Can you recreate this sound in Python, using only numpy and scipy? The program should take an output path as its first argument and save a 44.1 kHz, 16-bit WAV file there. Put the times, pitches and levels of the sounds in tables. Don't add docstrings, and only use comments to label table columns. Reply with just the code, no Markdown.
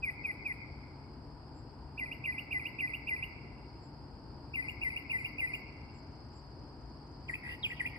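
import sys
import numpy as np
from scipy import signal
from scipy.fft import rfft, irfft, next_fast_len
from scipy.io import wavfile
from scipy.ndimage import uniform_filter1d

SR = 44100
rng = np.random.default_rng(int(sys.argv[2]) if len(sys.argv) > 2 else 0)


def bounce(signal):
    frames = np.transpose(np.atleast_2d(signal))
    limited = np.clip(frames, -1, 1)
    pcm = np.round(limited * 32767).astype(np.int16)
    wavfile.write(sys.argv[1], SR, pcm)


N = 351918
T = np.arange(N) / SR
SIZE = next_fast_len(N + SR)
HZ = np.arange(SIZE // 2 + 1) * SR / SIZE


def from_db(db):
    return 10 ** (np.asarray(db) / 20)


def rms_one(x):
    return x / np.sqrt(np.mean(x ** 2) + 1e-20)


def in_time(rows, t=T):
    s, *columns = np.transpose(rows)
    return [np.interp(t, s, column) for column in columns]


def at_hz(points, hz):
    f, value = np.transpose(points)
    return np.interp(np.log(np.maximum(hz, 1)), np.log(f), value)


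def drift(rate_hz):
    steps = T * rate_hz * 20
    r = np.exp(-2 * np.pi / 20)
    noise = rng.standard_normal(2 ** 17)
    slow = signal.lfilter([1], [1, -2 * r, r * r], noise)[100:]
    return np.interp(steps, np.arange(len(slow)), rms_one(slow))


def delayed(x, seconds):
    return np.interp(T - seconds, T, x, left=0, right=0)


def panned(x, db):
    return x * from_db(np.array([[1], [-1]]) * db / 2)


def filtered(x, response):
    return irfft(rfft(x, SIZE) * response, SIZE)[..., :N]


def to_ears(mid, side, alike):
    return np.sqrt(1 + alike) * mid + np.sqrt(1 - alike) * side * [[1], [-1]]


# (pitch_hz, correlation)
EAR_LIKENESS = [(60, 0.91), (250, 1), (500, 0.68), (900, 0.67), (2300, 0.1), (4800, 0.28), (8000, 1)]


def diffuse(colour):
    low_hz, high_hz = colour[0][0], colour[-1][0]
    skirts = np.minimum(HZ / low_hz, 1) ** 4 / np.maximum(HZ / high_hz, 1) ** 8
    mid, side = rfft(rng.standard_normal((2, SIZE)))
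    ears = to_ears(mid, side, np.clip(at_hz(EAR_LIKENESS, HZ), 0, .98))
    return rms_one(irfft(ears * skirts * from_db(at_hz(colour, HZ)), SIZE)[:, :N])


def scatter(x, t60, build_s, alike, clump_db=0):
    t = T[:int(1.5 * SR)]
    decay_db = -60 * t / t60 + clump_db * drift(40)[:len(t)]
    shape = from_db(decay_db) * (1 - np.exp(-t / build_s))
    mid, side = rng.standard_normal((2, len(t))) * shape / np.sqrt(2 * np.sum(shape ** 2))
    return signal.fftconvolve(x[None], to_ears(mid, side, alike), axes=1)[:, :N]


# (pitch_hz, level_db per Hz)
RUMBLE_COLOUR = [(22, -32), (30, -21.5), (40, -13), (52, -2), (66, -0.5), (96, -2.5), (118, -3),
                 (168, -12.5), (286, -7.5), (400, -14.5), (560, -21), (620, -22), (810, -41)]
# (pitch_hz, level_db per Hz)
AIR_COLOUR = [(450, -46.5), (620, -0.5), (930, 5.5), (1150, -4.5), (1400, -5.5), (1800, -12), (2500, -16.5),
              (3050, -21.5), (3600, -26.5), (6800, -35), (8000, -29), (10000, -36.5), (11500, -36),
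              (13000, -60)]
# (pitch_hz, level_db rms)
MACHINE_HUM = [(59.5, -63.5), (143.5, -58.5), (287, -69.5), (430, -80.5)]


def town():
    rumble = from_db(-50 + .7 * drift(5)) * diffuse(RUMBLE_COLOUR)
    air = from_db(-59.18) * diffuse(AIR_COLOUR)
    hum = 0
    for hz, db in MACHINE_HUM:
        level = np.sqrt(2) * from_db(db + 1.1 * drift(1.6))
        wavering_hz = hz + 2.218 * drift(5.36)
        hum = hum + level * np.sin(2 * np.pi * np.cumsum(wavering_hz) / SR)
    return rumble + air + hum


# (time_s, level_db)
CRICKET_LEVEL = [(0.0, -66.5), (0.31, -67), (0.51, -66.5), (1.44, -67), (5.6, -64.5), (7.34, -65),
                 (7.98, -64)]
# (pitch_hz, level_db per Hz)
CRICKET_COLOUR = [(3600, -30), (4050, -13), (4350, -1), (4650, 5.5), (4870, 6.5), (5200, 3.5), (5420, -13),
                  (5650, -35.5)]


def crickets():
    level_db, = in_time(CRICKET_LEVEL)
    return from_db(level_db + 0.5 + drift(17)) * diffuse(CRICKET_COLOUR)


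# (time_s, level_db)
TICKER_LEVEL = [(0, -91), (4, -90), (5.3, -85), (6.2, -79.5), (7, -81), (8, -83)]


def ticker():
    level_db, = in_time(TICKER_LEVEL)
    stroke_hz = 22.9 * (1 + .004 * drift(1))
    stroke = (.5 + .5 * np.cos(2 * np.pi * np.cumsum(stroke_hz) / SR)) ** 4
    wing = diffuse([(5750, -35), (6050, 0), (6350, -35)])
    wing = wing + from_db(-4) * diffuse([(2750, -24), (3025, 0), (3250, -24)])
    return from_db(level_db + 1.2 * drift(6)) * stroke * wing


# (peak_s, level_db)
LISP_TIMES = [(1.58, -73.5), (3.85, -74), (4.70, -75), (5.21, -72), (5.56, -73), (5.97, -74), (6.369, -73),
              (7.32, -71), (7.69, -68.5)]


def lisper():
    swells = sum(from_db(db) * np.exp(-((T - s) / 0.035) ** 2) for s, db in LISP_TIMES)
    return swells * diffuse([(6700, -35), (7250, -9), (7600, -3), (8300, -35)])


# (time_s, pitch_jitter as a share, overtone_level_db)
VOICE_PRESS = [(.5, 0.0059, -0.5), (2, 0.0037, 0), (3.1, 0.00576, -1), (4.6, 0.0041, 0.5),
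               (5.5, 0.0071, 1.5), (7.3, 0.0187, -1), (7.5, .038, 4), (7.65, .035, -2), (7.85, 0.019, 0)]
# (multiple, level_db)
OVERTONE_LEVELS = [(2, -41), (3, -38.5), (4, -33), (5, -32), (6, -35.5), (7, -42)]
# (pitch_hz, level_db)
BEAK_COLOUR = [(4000, -3), (6500, -11), (8000, -9), (9500, 9.5), (11200, -1.5), (12500, -10.5), (13400, -1),
               (14000, 12), (14600, -10), (15200, -21)]


def syrinx(hz, height):
    jitter, rich_db = in_time(VOICE_PRESS)
    phase = 2 * np.pi * np.cumsum(hz * (1 + jitter * drift(450))) / SR
    overtones = 0
    for multiple, db in OVERTONE_LEVELS:
        level = from_db(db + at_hz(BEAK_COLOUR, multiple * hz))
        audible = multiple * hz < SR / 2
        overtones = overtones + level * audible * np.sin(multiple * phase)
    return height * np.array([np.sin(phase), from_db(rich_db) * overtones])


def swell(t, length, attack, release):
    return np.clip(np.minimum(t / attack, (length - t) / release), 0, 1)


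def glide(share, from_hz, to_hz, bend):
    return from_hz + (to_hz - from_hz) * np.expm1(-bend * share) / np.expm1(-bend)


# (start_s, syllable, count, first_period_s, lengthening per repeat, time_stretch, level_db, first_offset_db)
SONG_PHRASES = [ (.023, "slur", 3, .214, -.016, 1.083, -36.3, 2),
                (1.9734, "churee", 5, .2622, .028, .926, -34.3, -3.5),
                (4.533, "churee", 4, .277, .0168, .98, -33.6, -2.2), ]
# (start_s, syllable, time_stretch, level_db)
CLOSING_FLOURISH = [ (7.281, "chip", 1, -33.5), (7.328, "whit", .84, -33), (7.624, "sweep", 1, -28.5),
                    (7.699, "hook", .95, -37), (7.762, "sweep", .58, -51), (7.792, "chip", .9, -30),
                    (7.845, "whit", .92, -32.3), (7.952, "chip", .5, -44), ]
SETTLING = .25


def song():
    for start, name, count, period, lengthening, stretch, db, first_db in SONG_PHRASES:
        for k in range(count):
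            slower = (1 + lengthening) ** k
            yield start, name, stretch * slower, db + first_db * SETTLING ** k
            start += period * slower
    yield from CLOSING_FLOURISH


SYLLABLE_GLIDES = { "slur": [(0, .0306, 2595, 2170, -1.8, .015, .009, 3),
                   (.0246, .0486, 2335, 1935, .3, .006, .006, -1),
                   (.0688, .007, 2470, 2650, .8, .002, .008, -.5)],
                   "churee": [(0, .025, 2155, 2925, 1.2, .014, .012, 2.5),
                   (.0202, .016, 2700, 2255, 3.4, .005, .01, 4.5),
                   (.0246, .0623, 2255, 1995, 3.5, .023, .021, .7),
                   (.089, .015, 2595, 2270, .8, .006, .01, -3.5),
                   (.0993, .051, 2340, 2000, 2.1, .006, .04, -5),
                   (.1503, .0236, 2120, 2895, 2.2, .002, .011, 1)],
                   "chip": [(0, .0315, 3235, 1800, 3, .019, .005, .8)],
                   "whit": [(0, .0167, 1815, 2180, -.9, .004, .002, -4.4),
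                   (.0146, .014, 2105, 2795, 3.4, .002, .007, 1),
                   (.029, .005, 2505, 2225, .4, .002, .002, 2.6)],
                   "sweep": [(0, .054, 4130, 2130, 1.7, .027, .026, -.7)],
                   "hook": [(0, .0216, 1650, 3200, -.5, .003, .002, -3.2),
                   (.0177, .024, 1990, 1975, 2, .006, .017, .6)], }


def whistles():
    weighted_hz, height = np.zeros((2, N))
    for start, name, stretch, db in song():
        for offset, length, from_hz, to_hz, bend, attack, release, glide_db in SYLLABLE_GLIDES[name]:
            edges_s = start + stretch * np.array([offset, offset + length])
            on = slice(*np.searchsorted(T, edges_s))
            t = (T[on] - start) / stretch - offset
            level = from_db(db + glide_db) * swell(t, length, attack, release)
            height[on] += level
            weighted_hz[on] += level * glide(t / length, from_hz, to_hz, bend)
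    sung = height > 0
    hz = np.interp(T, T[sung], weighted_hz[sung] / height[sung])
    return syrinx(uniform_filter1d(hz, size=90), uniform_filter1d(height, size=90))


# (from_hz, to_hz, attack_s, level_db)
BUZZ_PAIR = [(1860, 1970, .015, -37.5), (2420, 2920, .07, -42.5)]
BUZZ_START_S, BUZZ_LENGTH_S, BUZZ_RELEASE_S = 7.427, .14, .04
BUZZ_RATE_HZ, BUZZ_PULSE_S = 71.5, 7.4505
BUZZ_SWING = .06


def buzz():
    t = T - BUZZ_START_S
    pitches, heights = [], []
    for from_hz, to_hz, attack, db in BUZZ_PAIR:
        pitches.append(np.interp(t, [0, BUZZ_LENGTH_S], [from_hz, to_hz]))
        heights.append(from_db(db) * swell(t, BUZZ_LENGTH_S, attack, BUZZ_RELEASE_S))
    cycle = 2 * np.pi * BUZZ_RATE_HZ * (T - BUZZ_PULSE_S)
    turn = .5 + .5 * np.cos(cycle)
    low = syrinx(pitches[0] * (1 + BUZZ_SWING * np.sin(cycle)), heights[0] * turn ** 2)
    high = syrinx(pitches[1], heights[1] * (1 - turn))
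    return (low + high) * (1 + 0.21 * drift(550))


# (time_s, left_lead_ms, left_minus_right_db)
BIRD_BEARING = [(0, -0.069, 2.5), (2.5, -0.062, 0.5), (3.2, -0.042, 1), (4.6, 0.042, 5), (5.5, 0.081, 2.5),
                (7.3, 0.11, 2.5), (8, 0.12, 2)]
# (pitch_hz, level_db)
LINGER_COLOUR = [(1800, -8), (2200, 12), (2500, 0), (2850, 2), (4000, -3)]
GROUND_S, GROUND_DB = 0.002446, -3.5
WALL_S, WALL_DB = .125, -23


def bird():
    tone, overtones = whistles() + buzz()
    direct = tone + from_db(GROUND_DB) * delayed(tone, GROUND_S)
    leaves = from_db(-10) * scatter(tone, t60=.17, build_s=.003, alike=.7)
    walls = from_db(WALL_DB) * scatter(delayed(tone, WALL_S), t60=.09, build_s=0.0023, alike=0.2)
    tail = from_db(-15.7) * scatter(tone, t60=1.37, build_s=0.016, alike=0.13, clump_db=3.0)
    lingering = filtered(walls + tail, from_db(at_hz(LINGER_COLOUR, HZ)))
    left, right = direct + leaves + lingering
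    lead_ms, pan_db = in_time(BIRD_BEARING)
    right = delayed(right, lead_ms / 1000)
    sheen = from_db(3.0) * scatter(overtones, t60=0.17, build_s=0.00033, alike=1.0)
    return panned(np.array([left, right]), pan_db) + sheen


def scene():
    return town() + crickets() + ticker() + lisper() + bird()


# (pitch_hz, left_lead_radians)
PAIR_PHASE = [(1200, 0), (1700, 1.4), (1860, 1.5), (1980, -3.5), (2150, -3), (2350, -4), (2520, -4),
              (2650, -5.5), (2950, -5), (3500, -3.5), (4900, -6.5), (6500, -9), (8100, -12.5),
              (9800, -15.7), (11600, -19), (12900, -21.5), (14200, -23.5)]
# (pitch_hz, left_minus_right_db)
PAIR_BALANCE = [(60, 3.5), (250, 1.7), (900, 1.5), (1950, 0), (2600, -3.5), (2850, -4), (3500, -4.5),
                (4800, 2.3), (8000, -0.5)]
CUTOFF_HZ = 15300


def record(dry):
    turned = np.exp(.5j * at_hz(PAIR_PHASE, HZ) * [[1], [-1]])
    ports = panned(turned, at_hz(PAIR_BALANCE, HZ))
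    low_pass = signal.ellip(10, .1, 80, CUTOFF_HZ, fs=SR, output="sos")
    return signal.sosfilt(low_pass, filtered(dry, ports))


dry = scene()
out = record(dry)
bounce(out)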